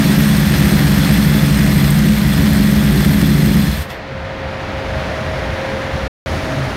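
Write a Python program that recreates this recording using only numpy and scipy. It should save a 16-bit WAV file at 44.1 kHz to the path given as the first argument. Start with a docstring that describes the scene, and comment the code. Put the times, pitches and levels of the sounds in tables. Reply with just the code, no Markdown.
"""Booming and clatter, close by in a small room: a four-cylinder motorcycle at a fast, lumpy idle on a
test stand. Its firings ring the pipes and the room, its valve gear the metal, until it is switched off.
The cooling blower runs on: as the gain control recovers, the roar of its air and the thin whine of its
blades come up. The microphone moves round the bike; near the end the sound drops out for a moment."""
import sys
import numpy as np
from scipy import signal
from scipy.fft import rfft, irfft
from scipy.io import wavfile
from scipy.ndimage import uniform_filter1d

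SR = 44100
rng = np.random.default_rng(int(sys.argv[2]) if len(sys.argv) > 2 else 0)


def wav_out(sig):
    """Save sig, one row per channel (or a flat mono array), as 16-bit PCM at SR to the path in sys.argv[1]."""
    wavfile.write(sys.argv[1], SR, np.round(np.clip(np.atleast_2d(sig).T, -1, 1) * 32767).astype(np.int16))


N = 298116
TIME = np.arange(N) / SR

# spectra of the air's roar, low buffeting and hiss: f/Hz, relative level/dB
ROAR_COLOUR = [(60, -10.5), (130, 2), (270, 2.5), (400, 0.5), (600, 2), (800, 1.5), (1100, -2.5),
               (1900, -1.5), (2700, -8.5), (4300, -15.5), (6000, -25.5), (8000, -37), (15500, -71)]
BUFFET_COLOUR = [(15, -31), (30, -9), (58, 2.5), (72, 7.5), (97, 5.5), (115, -2.5), (135, 5), (170, -4.5),
                 (230, -7.5), (400, -58)]
HISS_COLOUR = [(1500, -17.5), (3500, 1.5), (5200, 0.5), (6500, -3), (7800, -11.5), (10000, -9),
               (12000, -14), (15500, -19)]
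# the blower's treble as the microphone moves round: t/s, level/dB
HISS_LEVEL = [(4.05, -51), (4.45, -49), (5.0, -43.5), (6.0, -43), (6.35, -38), (6.76, -40)]
# the microphone passes through the blade tones' standing waves: t/s, lower level/dB, upper level/dB
WHINE_LEVELS = [(3.6, -31, -33), (4.05, -29, -40), (4.42, -27.5, -33.5), (4.65, -30.5, -37),
                (5.3, -31.5, -29), (5.7, -26.5, -44), (6.0, -27.5, -49), (6.35, -33.5, -29.5),
                (6.76, -42, -33)]
# faint wavering hums, the lowest being the room ringing in the blower's air: f/Hz, level/dB
FAINT_HUMS = [(212, -39.5), (283, -44), (425.3, -46.5), (591.5, -43)]
# swells of rumble: t/s, length/s, f/Hz, width/Hz, level/dB
RUMBLE_SWELLS = [(6.49, .22, 132, 13, -18.5), (6.2, 0.63, 277, 99, -29)]
# the hunting idle: t/s, speed/(four-stroke cycles a second)
IDLE_SPEED = [(0.0, 11.9), (0.25, 12.5), (0.49, 11.5), (0.77, 12.1), (1.04, 11.5), (1.15, 12.1),
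              (1.34, 12.3), (1.55, 11.7), (1.76, 11.9), (2.09, 12.7), (2.22, 11.7), (2.36, 11.5),
              (2.64, 12.3), (2.73, 12.3), (2.83, 11.7), (3.55, 12.4)]
# hard taps on metal: t/s, relative level/dB
HARD_TAPS = [(1.1608, -27), (1.5733, -16), (1.9056, -10), (2.277, -19.5), (2.534, -18), (2.6354, -18),
             (3.3054, -20), (3.5678, -20)]
# ringing of the engine's metal: f/Hz, width/Hz, gain/dB
METAL_MODES = [(1700, 170, 4), (1960, 200, 5), (3430, 120, 5.5), (4160, 140, 2.5), (5100, 180, -3),
               (8500, 130, 1.5), (12170, 500, 0), (14570, 350, -9)]
# spectra of the clatter, the crank's duller rock-back and a hard tap: f/Hz, gain/dB
CLATTER_COLOUR = [(200, -22), (450, 9), (900, 5), (1900, 8), (2800, 3.2), (4800, -1), (7200, -6.5),
                  (10000, -7), (13500, -7), (16000, -11.5)]
ROCK_COLOUR = [(4000, 2.5), (9000, -4)]
CRACK_COLOUR = [(1500, -20), (5000, -6), (12000, 0)]
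# the stopped crank rocks back once: t/s, rise/s, decay/s, level/dB
ROCK_BACK = (3.904, .008, .031, -22)
# pulses from pipes of unequal length, strong and weak in turn: place/cycle, relative level/dB
CYLINDERS = [(0, 0), (.235, -7), (.52, -2.5), (.765, -9)]
# modes of pipes and room: f/Hz, width/Hz, gain/dB
THUD_MODES = [(59, 5.5, -3.5), (63.8, 9, 0), (78.8, 10.3, -3.5), (95, 12, -22.5)]
BOOM_MODES = [(114.4, 14.2, -12.5), (145.1, 14, 1), (168, 7.8, -3), (180.5, 21.4, -2), (202.4, 9, -5),
              (211.2, 12.4, 1), (255, 20, -16.5), (277, 8.6, -3.5), (292, 9.1, -14), (338.3, 36, -17.5),
              (379.6, 13, -17), (423.4, 10, -26.5)]
# the sound cuts out briefly: t/s, gain (0-1)
DROPOUT = [(6.074, 1), (6.081, 0), (6.2603, 0), (6.2606, 1)]

BLADE_HZ, UPPER_BLADE_HZ = 534, 636
ROAR_DB, ROAR_START_DB, ROAR_EASE_S = -24, 5.5, 3.2  # the roar starts louder and eases off
BUFFET_DB, FRAY_DB = -25.5, -10.5
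IDLE_CYCLES_PER_S = 11.91
CUT_S, STOP_S, COAST_LOSS = 3.54, 3.828, .35  # ignition off, crank stops, share of speed lost in between
# the valve gear is louder with speed and fainter as the microphone drifts away
VALVES_DB, VALVES_DB_PER_SPEED, VALVES_DB_PER_S = -13, 1.3, -.77
SIZZLE_DB, SIZZLE_DB_PER_S = -11, -1.5  # the running engine's smooth hiss, relative to its clatter
# the exhaust booms louder with speed and dies away once the ignition is off
BOOM_DB, BOOM_DB_PER_SPEED, BOOM_COAST_DB = -2, 3.5, -9.5
# its thud builds up at first and lasts while the pistons pump air
THUD_DB, THUD_START_DB, THUD_BUILD_S, THUD_COAST_DB = -11, -4.5, .6, -4


def amp(db):
    """Decibels to gain."""
    return 10 ** (np.asarray(db) / 20)


def unit(x):
    """Scales to rms 1."""
    return x / np.sqrt(np.mean(x ** 2) + 1e-20)


def noise():
    """White noise of rms 1."""
    return rng.standard_normal(N)


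def curves(rows):
    """Each column of a table, joined by straight lines in time."""
    times, *columns = np.transpose(rows)
    return [np.interp(TIME, times, column) for column in columns]


def colour(x, points):
    """Filters by a spectrum of (f/Hz, gain/dB) points."""
    hz, db = np.transpose(points)
    f = np.fft.rfftfreq(N, 1 / SR)
    return irfft(rfft(x) * amp(np.interp(np.log(f + 1), np.log(hz), db)), N)


def drift(rate_hz):
    """Slow random wander of rms 1."""
    frames = 2048
    f = np.fft.rfftfreq(frames, N / SR / frames)
    slow = irfft(rfft(rng.standard_normal(frames)) / (1 + (f / rate_hz) ** 4))
    return np.interp(TIME, np.linspace(0, N / SR, frames), unit(slow))


def ring(x, modes):
    """Sum of resonances, each with its own peak gain."""
    return sum(amp(db) * signal.lfilter(*signal.iirpeak(hz, hz / width, SR), x)
               for hz, width, db in modes)


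def resound(x, modes):
    """Steep-sided resonances that ring on after each pulse (minimum phase)."""
    f = np.fft.rfftfreq(N, 1 / SR)
    power = sum((amp(db) / (1 + (2 * (f - hz) / width) ** 2)) ** 2 for hz, width, db in modes)
    cepstrum = irfft(np.log(power) / 2, N)
    cepstrum[1:N // 2] *= 2
    cepstrum[N // 2 + 1:] = 0
    return irfft(rfft(x) * np.exp(rfft(cepstrum)), N)


def fade(x, decay_s):
    """Gives each impulse an exponential tail."""
    return signal.lfilter([1], [1, -np.exp(-1 / (decay_s * SR))], x)


def steadied(x, samples):
    """Holds the running rms near 1, keeping any throb faster than the window."""
    power = uniform_filter1d(x ** 2, samples)
    return x / np.sqrt(abs(power) + .012 * power.mean())


def tone(hz, waver_hz, flutter_db):
    """A tone that wavers in the moving air."""
    phase = 2 * np.pi * np.cumsum(hz + waver_hz * drift(7.83)) / SR
    return np.sqrt(2) * np.sin(phase) * amp(flutter_db * drift(7.2))


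def blower():
    """The air stream, the whine of the blades and faint wavering hums, heard from a moving microphone."""
    hiss_db, = curves(HISS_LEVEL)
    lower_db, upper_db = curves(WHINE_LEVELS)
    roar_db = ROAR_DB + ROAR_START_DB * np.maximum(1 - TIME / ROAR_EASE_S, 0)
    roar = amp(roar_db) * unit(colour(noise(), ROAR_COLOUR))
    hiss = amp(hiss_db) * unit(colour(noise(), HISS_COLOUR))
    buffet = amp(BUFFET_DB + 1.2 * drift(4.4)) * unit(colour(noise(), BUFFET_COLOUR))
    whine = amp(lower_db) * tone(BLADE_HZ, waver_hz=1.3, flutter_db=1)
    whine += amp(upper_db) * tone(UPPER_BLADE_HZ, waver_hz=1.8, flutter_db=2)
    turbulence = unit(resound(noise(), [(BLADE_HZ, 70, 0), (UPPER_BLADE_HZ, 60, -2)]))
    whine += amp(lower_db + FRAY_DB) * turbulence  # frays the tones
    hum = sum(amp(db) * tone(hz, waver_hz=2.58, flutter_db=4.5) for hz, db in FAINT_HUMS)
    return (roar + hiss) * amp(.47 * drift(25)) + buffet + whine + hum


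def rumble():
    """Short bands of low rumble swell and die."""
    swells = np.zeros(N)
    for start_s, length_s, hz, width, db in RUMBLE_SWELLS:
        arch = np.sin(np.pi * np.clip((TIME - start_s) / length_s, 0, 1))
        swells += amp(db) * arch * steadied(resound(noise(), [(hz, width, 0)]), samples=4000)
    return swells


def crank():
    """Speed in cycles a second, and how far the coast-down has gone (0-1)."""
    coast = np.clip((TIME - CUT_S) / (STOP_S - CUT_S), 0, 1)
    return curves(IDLE_SPEED)[0] * (1 - COAST_LOSS * coast ** 1.5), coast


def stopping(release_s):
    """Holds at 1 until the crank stops, then dies away."""
    return np.exp(-np.maximum(TIME - STOP_S, 0) / release_s)


def strokes(speed, place, scatter_db, jitter_s):
    """One impulse each time the engine passes a place in its cycle, uneven in size and timing."""
    cycles = np.cumsum(speed) / SR
    passes = np.flatnonzero(np.diff(np.floor(cycles - place)) > 0)
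    size, late = rng.standard_normal((200, 2))[:len(passes)].T
    train = np.zeros(N)
    train[np.clip(passes + (late * jitter_s * SR).astype(int), 0, N - 1)] = amp(scatter_db * size)
    return train


def ticks():
    """Now and then a harder tap rings the metal's highest modes."""
    blows = np.zeros(N)
    for at_s, db in HARD_TAPS:
        blows[round(at_s * SR)] = amp(db)
    crack = fade(blows, decay_s=.0012) * noise()
    return amp(-1) * colour(crack, CRACK_COLOUR) + amp(20.5) * ring(crack, METAL_MODES[5:])


def valve_gear(speed):
    """Eight tappets tick each cycle over the rattle of the cam chain; both ring the metal."""
    tappet_places = (np.arange(8) + rng.uniform(-.3, .3, 8)) / 8
    taps = sum(strokes(speed, place, scatter_db=2.5, jitter_s=.0005) for place in tappet_places)
    # one knock in each turn of the crank
    knocks = sum(strokes(speed, place, scatter_db=4, jitter_s=.0005) for place in (0, .5))
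    links = (rng.random(N) < 500 / SR) * amp(3.3 * np.minimum(rng.exponential(1, N), 5))
    force = 1.7 + .38 * fade(taps, .0082) + .37 * fade(knocks, .009) + .5 * fade(links, .0004)
    rattle = colour(force * noise(), CLATTER_COLOUR)
    # the blows land in changing places, so each mode rings in bursts of its own
    ringing = sum(ring(force * noise(), [mode]) * amp(2.45 * drift(21)) for mode in METAL_MODES)
    clatter = unit(rattle + amp(2) * ringing)
    sizzle = amp(SIZZLE_DB + SIZZLE_DB_PER_S * TIME) * unit(colour(noise(), HISS_COLOUR))
    level_db = VALVES_DB + VALVES_DB_PER_SPEED * (speed - IDLE_CYCLES_PER_S) + VALVES_DB_PER_S * TIME
    return amp(level_db) * stopping(release_s=.021) * (clatter + sizzle) + rock_back(clatter)


def rock_back(clatter):
    """The stopped crank rocks back once with a duller rattle."""
    peak_s, rise_s, decay_s, db = ROCK_BACK
    envelope = np.exp(np.minimum((TIME - peak_s) / rise_s, (peak_s - TIME) / decay_s))
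    return amp(db) * envelope * colour(clatter, ROCK_COLOUR)


def room_smear(x, spread_s):
    """The room holds some pitches longer than others, which smears the pulses into a burble."""
    f = np.fft.rfftfreq(N, 1 / SR)
    grid_hz = np.arange(0, 1000, 16)
    delay_s = spread_s * np.interp(f, grid_hz, rng.random(len(grid_hz)))
    return irfft(rfft(x) * np.exp(-2j * np.pi * np.cumsum(delay_s) * f[1]), N)


def exhaust(speed, coast):
    """Each firing sends a pulse and a puff of gas into the modes of the pipes and the room."""
    # each cylinder burns now better, now worse, so the idle lopes
    firings = sum(amp(db + 2.5 * drift(3)) * strokes(speed, place, scatter_db=2.2, jitter_s=.0003)
                  for place, db in CYLINDERS)
    puffs = amp(-29) * fade(firings, decay_s=.008) * noise()
    drive = room_smear(firings + puffs, spread_s=.02)
    boom_db = BOOM_DB + BOOM_DB_PER_SPEED * (speed - IDLE_CYCLES_PER_S) + BOOM_COAST_DB * coast ** 2.5
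    thud_start_db = THUD_START_DB * np.maximum(1 - TIME / THUD_BUILD_S, 0)
    thud_db = THUD_DB + thud_start_db + THUD_COAST_DB * coast ** 3
    boom = amp(boom_db) * steadied(resound(drive, BOOM_MODES), samples=4000)
    thud = amp(thud_db) * steadied(resound(drive, THUD_MODES), samples=7000)
    return stopping(release_s=.01) * (boom + thud)


def scene():
    """The room at one microphone: the crank drives exhaust and valve gear; the blower never stops."""
    speed, coast = crank()
    return (exhaust(speed, coast) + valve_gear(speed) + ticks() + blower() + rumble())[None]


def gain_control(x, threshold_db, recovery_db_per_s):
    """Turns the microphone down at once for loud sound and creeps back up."""
    power_db = 10 * np.log10(abs(uniform_filter1d(x[0] ** 2, size=9000)) + 1e-12)
    recovery_db = TIME * recovery_db_per_s
    held_db = np.maximum.accumulate(power_db + recovery_db) - recovery_db
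    return x * amp(-np.maximum(held_db - threshold_db, 0))


def record(dry):
    """After the microphone: gain control, soft overload, the brief dropout and the band limit."""
    x = gain_control(dry, threshold_db=-10, recovery_db_per_s=6.5)
    x = x / (1 + (x / .77) ** 4) ** (1 / 4)
    x = x * curves(DROPOUT)[0]
    lowpass = signal.firwin(511, cutoff=15780, window=("kaiser", 9), fs=SR)
    return signal.oaconvolve(x, lowpass[None], "same")


dry = scene()
out = record(dry)
wav_out(out)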